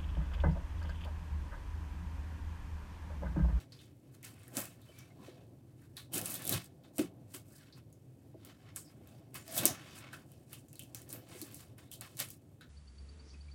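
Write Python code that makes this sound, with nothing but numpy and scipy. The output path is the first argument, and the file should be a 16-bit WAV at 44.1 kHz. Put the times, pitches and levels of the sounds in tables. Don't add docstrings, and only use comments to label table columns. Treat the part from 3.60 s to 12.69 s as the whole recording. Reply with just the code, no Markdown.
import sys
import numpy as np
from scipy import signal
from scipy.fft import rfft, irfft
from scipy.io import wavfile
from scipy.ndimage import uniform_filter1d

SR = 44100
rng = np.random.default_rng(int(sys.argv[2]) if len(sys.argv) > 2 else 0)


def persist_wave(psi):
    counts = np.round(np.clip(psi, -1, 1) * 32767).astype(np.int16)
    wavfile.write(sys.argv[1], SR, np.atleast_2d(counts).T)


def gain_from_db(level_db):
    decades = np.asarray(level_db, float) / 20
    return 10 ** decades


N = 400869


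def rms_one(x):
    return x / np.sqrt(np.mean(x ** 2) + 1e-20)


def coloured(x, points):
    hz, db = np.transpose(points)
    bins = np.maximum(np.fft.rfftfreq(len(x), 1 / SR), 1)
    gain = gain_from_db(np.interp(np.log(bins), np.log(hz), db))
    return rms_one(irfft(rfft(x) * gain, len(x)))


def drift(rate_hz):
    r = np.exp(-2 * np.pi * rate_hz / SR)
    noise = rng.standard_normal(N + SR)
    return rms_one(signal.lfilter([1], [1, -2 * r, r * r], noise)[SR:])


def resonance(x, hz, width_hz):
    r = np.exp(-np.pi * width_hz / SR)
    poles = [1, -2 * r * np.cos(2 * np.pi * hz / SR), r * r]
    return signal.lfilter([(1 - r * r) / 2, 0, (r * r - 1) / 2], poles, x)


FILM_RING_HZ, FILM_EDGE_HZ = 9200, 8400


def thin_film(clicks, hz=FILM_RING_HZ, width_hz=7000):
    edge = signal.butter(5, FILM_EDGE_HZ, "high", fs=SR, output="sos")
    return signal.sosfilt(edge, resonance(clicks, hz, width_hz))


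# start_s, strength_db, ring_hz, ring_db
TAPE_SNAPS = [(0.122, -46, 4450, -11.5), (0.1906, -61, 3540, 0.5), (0.6297, -35.5, 2130, -23),
              (0.792, -50, 9000, -21), (0.8335, -44, 8500, -24), (0.88, -36, 1690, -30),
              (0.955, -37, 6950, -28), (0.9694, -14, 7800, -27.5), (1.0549, -28.5, 2600, -35),
              (1.217, -46.5, 3800, -21.5), (1.3878, -35.5, 5830, -26), (2.218, -51.5, 1590, -18),
              (2.368, -30.5, 3900, -17.5), (2.521, -39.5, 8500, -33), (2.5358, -23.5, 3010, -26),
              (2.6145, -20, 3000, -39), (2.6581, -16, 2650, -35.5), (2.709, -24, 3600, -45),
              (2.72, -25, 3570, -45), (2.742, -19, 3600, -36), (2.7533, -20.5, 3570, -35),
              (2.821, -27.5, 3800, -28), (2.8439, -28, 3570, -40), (2.8526, -20, 3600, -33),
              (2.869, -20, 3600, -40), (2.8767, -15.5, 3370, -40), (2.8938, -9.5, 3500, -57),
              (2.925, -13.5, 3760, -29), (3.044, -35, 3560, -37), (3.237, -53, 3760, -15.5),
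              (3.3826, -17.5, 2860, -35), (3.7405, -32.5, 2960, -28), (4.125, -57.5, 4400, -2.5),
              (4.3274, -43.5, 6600, -31), (4.8491, -34, 14200, -30), (5.1613, -20, 8060, -26.5),
              (5.4734, -41.5, 1680, -47), (5.7439, -27.5, 2110, -30), (5.8797, -30.5, 5140, -31),
              (5.9588, -35, 6750, -36), (5.967, -21, 6000, -38.5), (5.9784, -11, 3550, -28),
              (6.055, 1, 6070, -34.5), (6.084, -42, 6800, -17), (6.5314, -40.5, 1515, -10),
              (6.7182, -40, 3030, -34.5), (6.9306, -27, 2840, -29.5), (7.0843, -45, 7000, -24),
              (7.13, -35, 2770, -36), (7.1558, -35.5, 4120, -29), (7.1939, -25.5, 3000, -28),
              (7.224, -36, 9500, -39), (7.2353, -37, 2730, -38), (7.3474, -22.5, 6240, -31.5),
              (7.4182, -35.5, 9000, -33), (7.492, -33, 7100, -32), (7.528, -22, 13500, -26.5),
              (7.6887, -44, 9000, -25), (7.816, -23, 4300, -36.5), (7.923, -40, 8500, -34),
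              (7.9448, -27, 1980, -44), (8.182, -40, 1560, -29), (8.3153, -29, 3090, -27),
              (8.338, -30, 3960, -31), (8.41, -23.5, 4200, -35.5), (8.57, -30.5, 4170, -31),
              (8.591, -22.5, 2830, -27.5), (8.601, -13.5, 2330, -38), (8.6868, -34, 6040, -36),
              (8.7037, -27.5, 6500, -43), (9.0099, -47.5, 1480, -9), (9.011, -50, 3780, -13)]
SNAP_S = .00035
TICK_DB, TICK_HZ = -15, 3500
RING_WIDTH = .2
RUSTLE_DB = -29.5


def snaps():
    out, t = np.zeros(N + SR), np.arange(SR // 4) / SR
    noise = rng.standard_normal((len(TAPE_SNAPS), 3, len(t)))
    for (start, strength_db, hz, ring_db), (hiss, shake, lumps) in zip(TAPE_SNAPS, noise):
        splinter = lumps * np.exp(-t / SNAP_S) + 2 * (t == 0)
        tick = resonance(splinter, TICK_HZ, 5400)
        click = thin_film(splinter, width_hz=7100) + gain_from_db(TICK_DB) * tick
        click = 1.48 * click / np.linalg.norm(click)

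        band = resonance(resonance(shake, hz, RING_WIDTH * hz), hz, 2 * RING_WIDTH * hz)
        ring = rms_one(band)[::-1] * np.exp(-t / 0.031)
        ring = ring + 1.1 * np.sin(2 * np.pi * hz * t) * np.exp(-t / 0.0064)

        grain = gain_from_db(2.0 * rms_one(uniform_filter1d(lumps, size=60)))
        rustle = rms_one(resonance(hiss, 7600, 13000) * grain)
        rustle = rustle * np.exp(-t / 0.024) * (1 - np.exp(-t / 0.001))

        at = round(start * SR)
        out[at:at + len(t)] += gain_from_db(strength_db) * (click + gain_from_db(ring_db) * ring + gain_from_db(RUSTLE_DB) * rustle)
    return out[:N]


def grains(per_s, spread_db):
    sizes = gain_from_db(spread_db * np.minimum(rng.exponential(1, N), 3.5)) * rng.choice([-1, 1], N)
    return sizes * (rng.random(N) < per_s * gain_from_db(5 * drift(25)) / SR)


# (relative, per Hz)
FILM_SPECTRUM = [(2350, -49.5), (4000, -4), (6020, 1.5), (9230, 3), (14700, -2.5), (15800, 1.5),
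                 (16500, -49)]
CRACKLE_PITCHES = [8500, 10600, 13500]
CRACKLES_PER_S, CRACKLE_SPREAD_DB = 380, 4
HARD_PEEL_DB = -49.5
PATCHY_DB = 2.2


def peeling(level_db):
    effort = np.clip(gain_from_db(level_db - HARD_PEEL_DB), 0, 1) ** 2
    clicks = grains(CRACKLES_PER_S * effort, CRACKLE_SPREAD_DB)
    dealt = rng.integers(0, len(CRACKLE_PITCHES), N)
    crackle = rms_one(sum(thin_film(clicks * (dealt == k), hz, width_hz=1100)
                          for k, hz in enumerate(CRACKLE_PITCHES)))
    hiss = coloured(rng.standard_normal(N) * gain_from_db(2.5 * drift(120)), FILM_SPECTRUM)
    patches = sum(gain_from_db(PATCHY_DB * drift(9)) * resonance(hiss, hz, .4 * hz)
                  for hz in [4500, 8300, 13500])
    return gain_from_db(level_db) * (0.23 * crackle + rms_one(.5 * hiss + patches))


# start_s, end_s, start_hz, end_hz, width_hz, level_db
SQUEAK_GLIDES = [(1.283, 1.318, 3020, 3050, 50, -67.5), (1.31, 1.49, 2320, 2360, 50, -69),
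                 (1.582, 1.658, 950, 1080, 97, -67), (1.635, 1.7, 4200, 3950, 188.6, -75),
                 (2.9, 2.948, 3600, 4000, 390, -52), (3.908, 3.999, 1390, 1920, 190, -72.5),
                 (3.996, 4.045, 1680, 1320, 150, -70), (1.5, 1.525, 2030, 2160, 65, -71),
                 (8.2, 8.31, 3700, 3700, 370.4, -75.5), (5.239, 5.32, 5130, 5170, 300, -69.5),
                 (5.76, 5.85, 7040, 7100, 64.81, -68), (5.874, 5.993, 650, 655, 30, -53.5),
                 (6.027, 6.132, 655, 596, 70, -48), (6.153, 6.496, 3000, 3900, 119, -72)]
SQUEAK_TONE = 0.9
SQUEAK_FLICKER_DB = 1.8


def squeaks():
    out = np.zeros(N)
    noise = rng.standard_normal((len(SQUEAK_GLIDES), 4, SR // 2))
    for (start, end, start_hz, end_hz, width, db), draws in zip(SQUEAK_GLIDES, noise):
        a, b = round(start * SR), round(end * SR)
        waver, flicker = [rms_one(uniform_filter1d(d, size=900))[:b - a] for d in draws[:2]]
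        r = np.exp(-2 * np.pi * width / SR)
        band = signal.lfilter([1], [1, -2 * r, r * r], draws[2] + 1j * draws[3])[a - b:]
        share = np.clip(SQUEAK_TONE * (1 - width / 250), 0, 1)
        pitch_hz = np.linspace(start_hz, end_hz, b - a) + 0.55 * width * waver
        carrier = np.exp(2j * np.pi * np.cumsum(pitch_hz) / SR)
        envelope = share + np.sqrt(1 - share ** 2) * band / np.std(band)
        sound = rms_one((envelope * carrier).real)
        out[a:b] += gain_from_db(db + SQUEAK_FLICKER_DB * flicker) * sound * np.hanning(b - a) ** 0.24
    return out


# pitch_hz, width_hz, level_db (relative)
CARD_BANDS = [(1050, 1060, 24), (1970, 590, -12), (2450, 530, 12.5), (3000, 3940, 22), (4200, 3600, -15),
              (5650, 960, 0)]
FIBRES_DB, FIBRES_FLICKER_DB, FIBRES_WIDTH_HZ = -8, 7.5, 320


def rubbing(level_db):
    drag = rng.standard_normal(N) * gain_from_db(2.0 * drift(90))
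    broad, fibres = 0, 0
    for k, (hz, width, db) in enumerate(CARD_BANDS):
        broad = broad + gain_from_db(db + 1.5 * drift(6)) * resonance(drag, hz, width) * (-1) ** k
    for hz in np.geomspace(1400, 6000, 9):
        flicker = gain_from_db(FIBRES_FLICKER_DB * np.clip(drift(6.5), -3, 1.6))
        fibres = fibres + flicker * resonance(drag, hz, FIBRES_WIDTH_HZ)
    return gain_from_db(level_db) * rms_one(rms_one(broad) + gain_from_db(FIBRES_DB) * rms_one(fibres))


def in_time(rows):
    s, *columns = np.transpose(rows)
    t = np.arange(N) / SR
    return np.array([np.interp(t, s, c, left=-200, right=-200) for c in columns])


FADE_DB = 20


def loudest(level_db, events):
    out = level_db.copy()
    for peak, rise, fall, *db in events:
        a, b = max(int((peak - 3 * rise) * SR), 0), min(int((peak + 3 * fall) * SR), N)
        t = np.arange(a, b) / SR - peak
        loss_db = FADE_DB * np.maximum(-t / rise, t / fall)
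        out[:, a:b] = np.maximum(out[:, a:b], np.c_[db] - loss_db)
    return out


# time_s, tape_db, skin_db
LONG_PULLS = [
    [(2.49, -114, -90), (2.54, -40.5, -48.5), (2.58, -40.5, -45.5), (2.62, -52.5, -60), (2.7, -45.5, -52),
     (2.81, -55, -56.5), (2.88, -55, -59), (2.94, -40, -43.5), (3.01, -64, -57.5), (3.06, -61, -72),
     (3.13, -108, -83)],
    [(5.84, -72, -71.5), (5.98, -39, -46), (6.04, -49, -41), (6.07, -56, -46), (6.14, -58, -53),
     (6.2, -83, -57), (6.335, -75, -59), (6.36, -55, -58), (6.39, -58.5, -58.5), (6.445, -75.5, -58.5),
     (6.53, -91, -64.5)],
    [(7.46, -89, -76), (7.5, -53, -68), (7.54, -60, -57), (7.65, -80, -73), (7.72, -61.5, -59),
     (7.83, -54.5, -62), (7.9, -67.5, -61), (7.96, -62, -69), (8.01, -59.5, -60.5), (8.16, -96, -83)],
]
# peak_s, rise_s, fall_s, tape_db, skin_db
FINGER_STROKES = [(0.0, .05, 0.064, -63.5, -58.5), (0.22, 0.18, 0.13, -71, -65.5),
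                  (0.55, 0.044, 0.07, -68, -70), (0.81, 0.53, 1, -74.5, -68.5),
                  (0.978, 0.049, 0.12, -45, -45), (1.28, 0.2, 0.69, -72, -69.5),
                  (1.4, 0.24, 0.22, -69.5, -63), (1.665, 0.14, 0.14, -70.5, -61.5),
                  (1.81, 0.32, 0.12, -88, -71), (2.26, 0.17, 0.041, -72.5, -73),
                  (3.25, 0.022, 0.11, -76, -68), (3.36, 0.027, 0.13, -60.5, -73),
                  (3.72, 0.068, 0.096, -67.5, -68), (3.96, 0.13, 0.085, -61, -72),
                  (4.03, 0.26, 0.22, -76, -66.5), (4.18, 0.046, 0.047, -68.5, -63.5),
                  (4.899, 0.12, 0.084, -88.5, -60.5), (5.09, 0.15, 0.078, -92, -62),
                  (5.3, 0.1, 0.13, -73, -70), (5.5, 0.21, 0.31, -75, -68), (6.729, 0.32, 0.38, -73.5, -75),
                  (6.941, 0.068, 0.077, -56.5, -59.5), (7.21, 0.43, 0.65, -71.5, -75.5),
                  (8.601, 0.015, 0.075, -42.5, -42.5), (8.74, 0.42, 0.04, -62, -73)]
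# start_s, fall_s, tape_db, skin_db
SUDDEN_TUGS = [(0.116, 0.091, -72, -63), (0.631, 0.11, -53, -54.5), (2.362, 0.074, -53, -54.5),
               (3.379, 0.062, -46, -43), (3.731, 0.062, -47.5, -52.5), (4.842, 0.06, -66, -64),
               (5.153, 0.09, -51, -57), (5.739, 0.091, -50.5, -48), (6.519, 0.1, -58.5, -53.5),
               (7.338, 0.12, -57.5, -60), (8.172, 0.14, -66, -62), (8.308, 0.078, -52, -66.5),
               (8.404, 0.15, -58, -55.5), (8.564, 0.13, -55, -59), (9.003, 0.057, -78, -61)]
TUG_ATTACK_S = 0.014
REST_TAPE_DB, REST_SKIN_DB = -83.5, -84.5


def hands():
    pulled = np.max([in_time(pull) for pull in LONG_PULLS], axis=0)
    held = np.maximum(pulled, [[REST_TAPE_DB], [REST_SKIN_DB]])
    tugs = [(start + TUG_ATTACK_S, TUG_ATTACK_S, *rest) for start, *rest in SUDDEN_TUGS]
    return loudest(held, FINGER_STROKES + tugs)


# pitch_hz, level_db, t60_s
BOX_MODES = [(100.5, 2, 0.062), (118, 6, 0.056), (176.5, -10, 0.22), (210, -13, 0.2), (276, -1, 0.048),
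             (343, -2, 0.051), (376.4, -6.5, 0.089), (424.7, -11, 0.16), (497, -9.5, 0.11),
             (583, -3.5, 0.03), (655, -3, 0.047), (800, 1.5, 0.0097)]


def box(force, near_hz=300, reach=6.1):
    out = 0
    for k, (hz, db, t60) in enumerate(BOX_MODES):
        r, w = gain_from_db(-60 / (t60 * SR)), 2 * np.pi * hz / SR
        gain = gain_from_db(db - 2.3 * (np.log2(hz / near_hz) / reach) ** 2)
        signed_gain = gain * np.sin(w) * (-1) ** k
        out = out + signal.lfilter([0, signed_gain], [1, -2 * r * np.cos(w), r * r], force + 1e-18)
    return out


# start_s, level_db, pitch_hz
BOX_KNOCKS = [(0.967, -32, 244), (0.978, -35, 680), (1.29, -51, 580), (1.595, -44.5, 230),
              (1.678, -39, 433), (2.554, -30.5, 332), (2.903, -31, 196), (2.948, -28.5, 118),
              (3.381, -33, 600), (3.389, -19.5, 325), (3.402, -24.5, 333), (3.421, -40, 296),
              (3.438, -34.5, 280), (3.74, -44.5, 357), (4.742, -51, 690), (4.741, -41.5, 430),
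              (5.966, -35.5, 646), (5.995, -32, 125), (6.049, -27.5, 335), (7.528, -42, 328),
              (7.545, -47.5, 567), (7.745, -43, 418), (7.816, -39.5, 320), (8.606, -44, 636)]
PUSH_S = 0.0052
CONTACT, CONTACT_S = 4.4, .0003


def knocks():
    out, t = np.zeros(N + SR), np.arange(SR // 2) / SR
    noise = rng.standard_normal((len(BOX_KNOCKS), len(t)))
    for (start, db, hz), shove in zip(BOX_KNOCKS, noise):
        push = rms_one(uniform_filter1d(shove, size=24)) * t / PUSH_S * np.exp(-t / PUSH_S)
        push = push + CONTACT * np.exp(-t / CONTACT_S)
        boom = box(push, hz, reach=0.36)
        at = round(start * SR)
        out[at:at + len(t)] += gain_from_db(db - 3.5) * boom / np.abs(boom).max()
    return out[:N]


# time_s, level_db
HAND_WEIGHT = [(0.0, -80), (0.9, -62), (2.5, -80), (3.45, -56.5), (4.25, -71), (6.15, -55.5), (7.1, -65.5),
               (8.65, -60.5), (9.09, -83)]
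# peak_s, rise_s, fall_s, level_db
WALL_SHOVES = [(0.0, .1, 0.14, -53), (0.988, 0.13, 0.12, -42.5), (1.72, 0.51, 0.42, -54),
               (2.558, 0.066, 0.46, -41), (2.93, 0.15, 0.091, -37), (3.41, 0.021, 0.086, -41),
               (6.049, 0.17, 0.11, -34.5), (7.571, 0.89, 1, -54), (8.611, 0.048, 0.038, -44)]


def walls():
    level_db, = loudest(in_time(HAND_WEIGHT), WALL_SHOVES)
    shaking = rng.standard_normal(N) * gain_from_db(2.2 * drift(21))
    return gain_from_db(level_db - 4) * rms_one(box(shaking))


ROOM_T60_S, ROOM_DB = 0.012, -9.5


def room(x):
    t = np.arange(SR // 2) / SR
    echoes = rng.standard_normal(len(t)) * gain_from_db(-60 * t / ROOM_T60_S) * (t > .002)
    return gain_from_db(ROOM_DB) * signal.fftconvolve(x, echoes / np.linalg.norm(echoes))[:N]


# (relative, per Hz)
RUMBLE_SPECTRUM = [(15, -44.5), (25, -27.5), (90, -2), (124, 3.5), (187, -11.5), (280, -7.5), (389, -14),
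                   (445, -19), (510, -18.5), (1180, -38.5), (4860, -46.5), (9330, -46), (13600, -45),
                   (15200, -47), (16500, -62.5)]


def rumble():
    level_db = -57.5 + 1.2 * drift(9.8)
    return gain_from_db(level_db) * coloured(rng.standard_normal(N), RUMBLE_SPECTRUM)


def scene():
    tape_db, skin_db = hands()
    near = snaps() + peeling(tape_db) + squeaks() + rubbing(skin_db) + knocks() + walls()
    return (near + room(near) + rumble())[None]


def roll_off(x):
    return signal.sosfilt(signal.butter(12, 16850, fs=SR, output="sos"), x)


def record(dry):
    mix = signal.sosfilt(signal.butter(3, 60, "high", fs=SR, output="sos"), dry)
    return roll_off(mix)


dry = scene()
out = record(dry)
persist_wave(out)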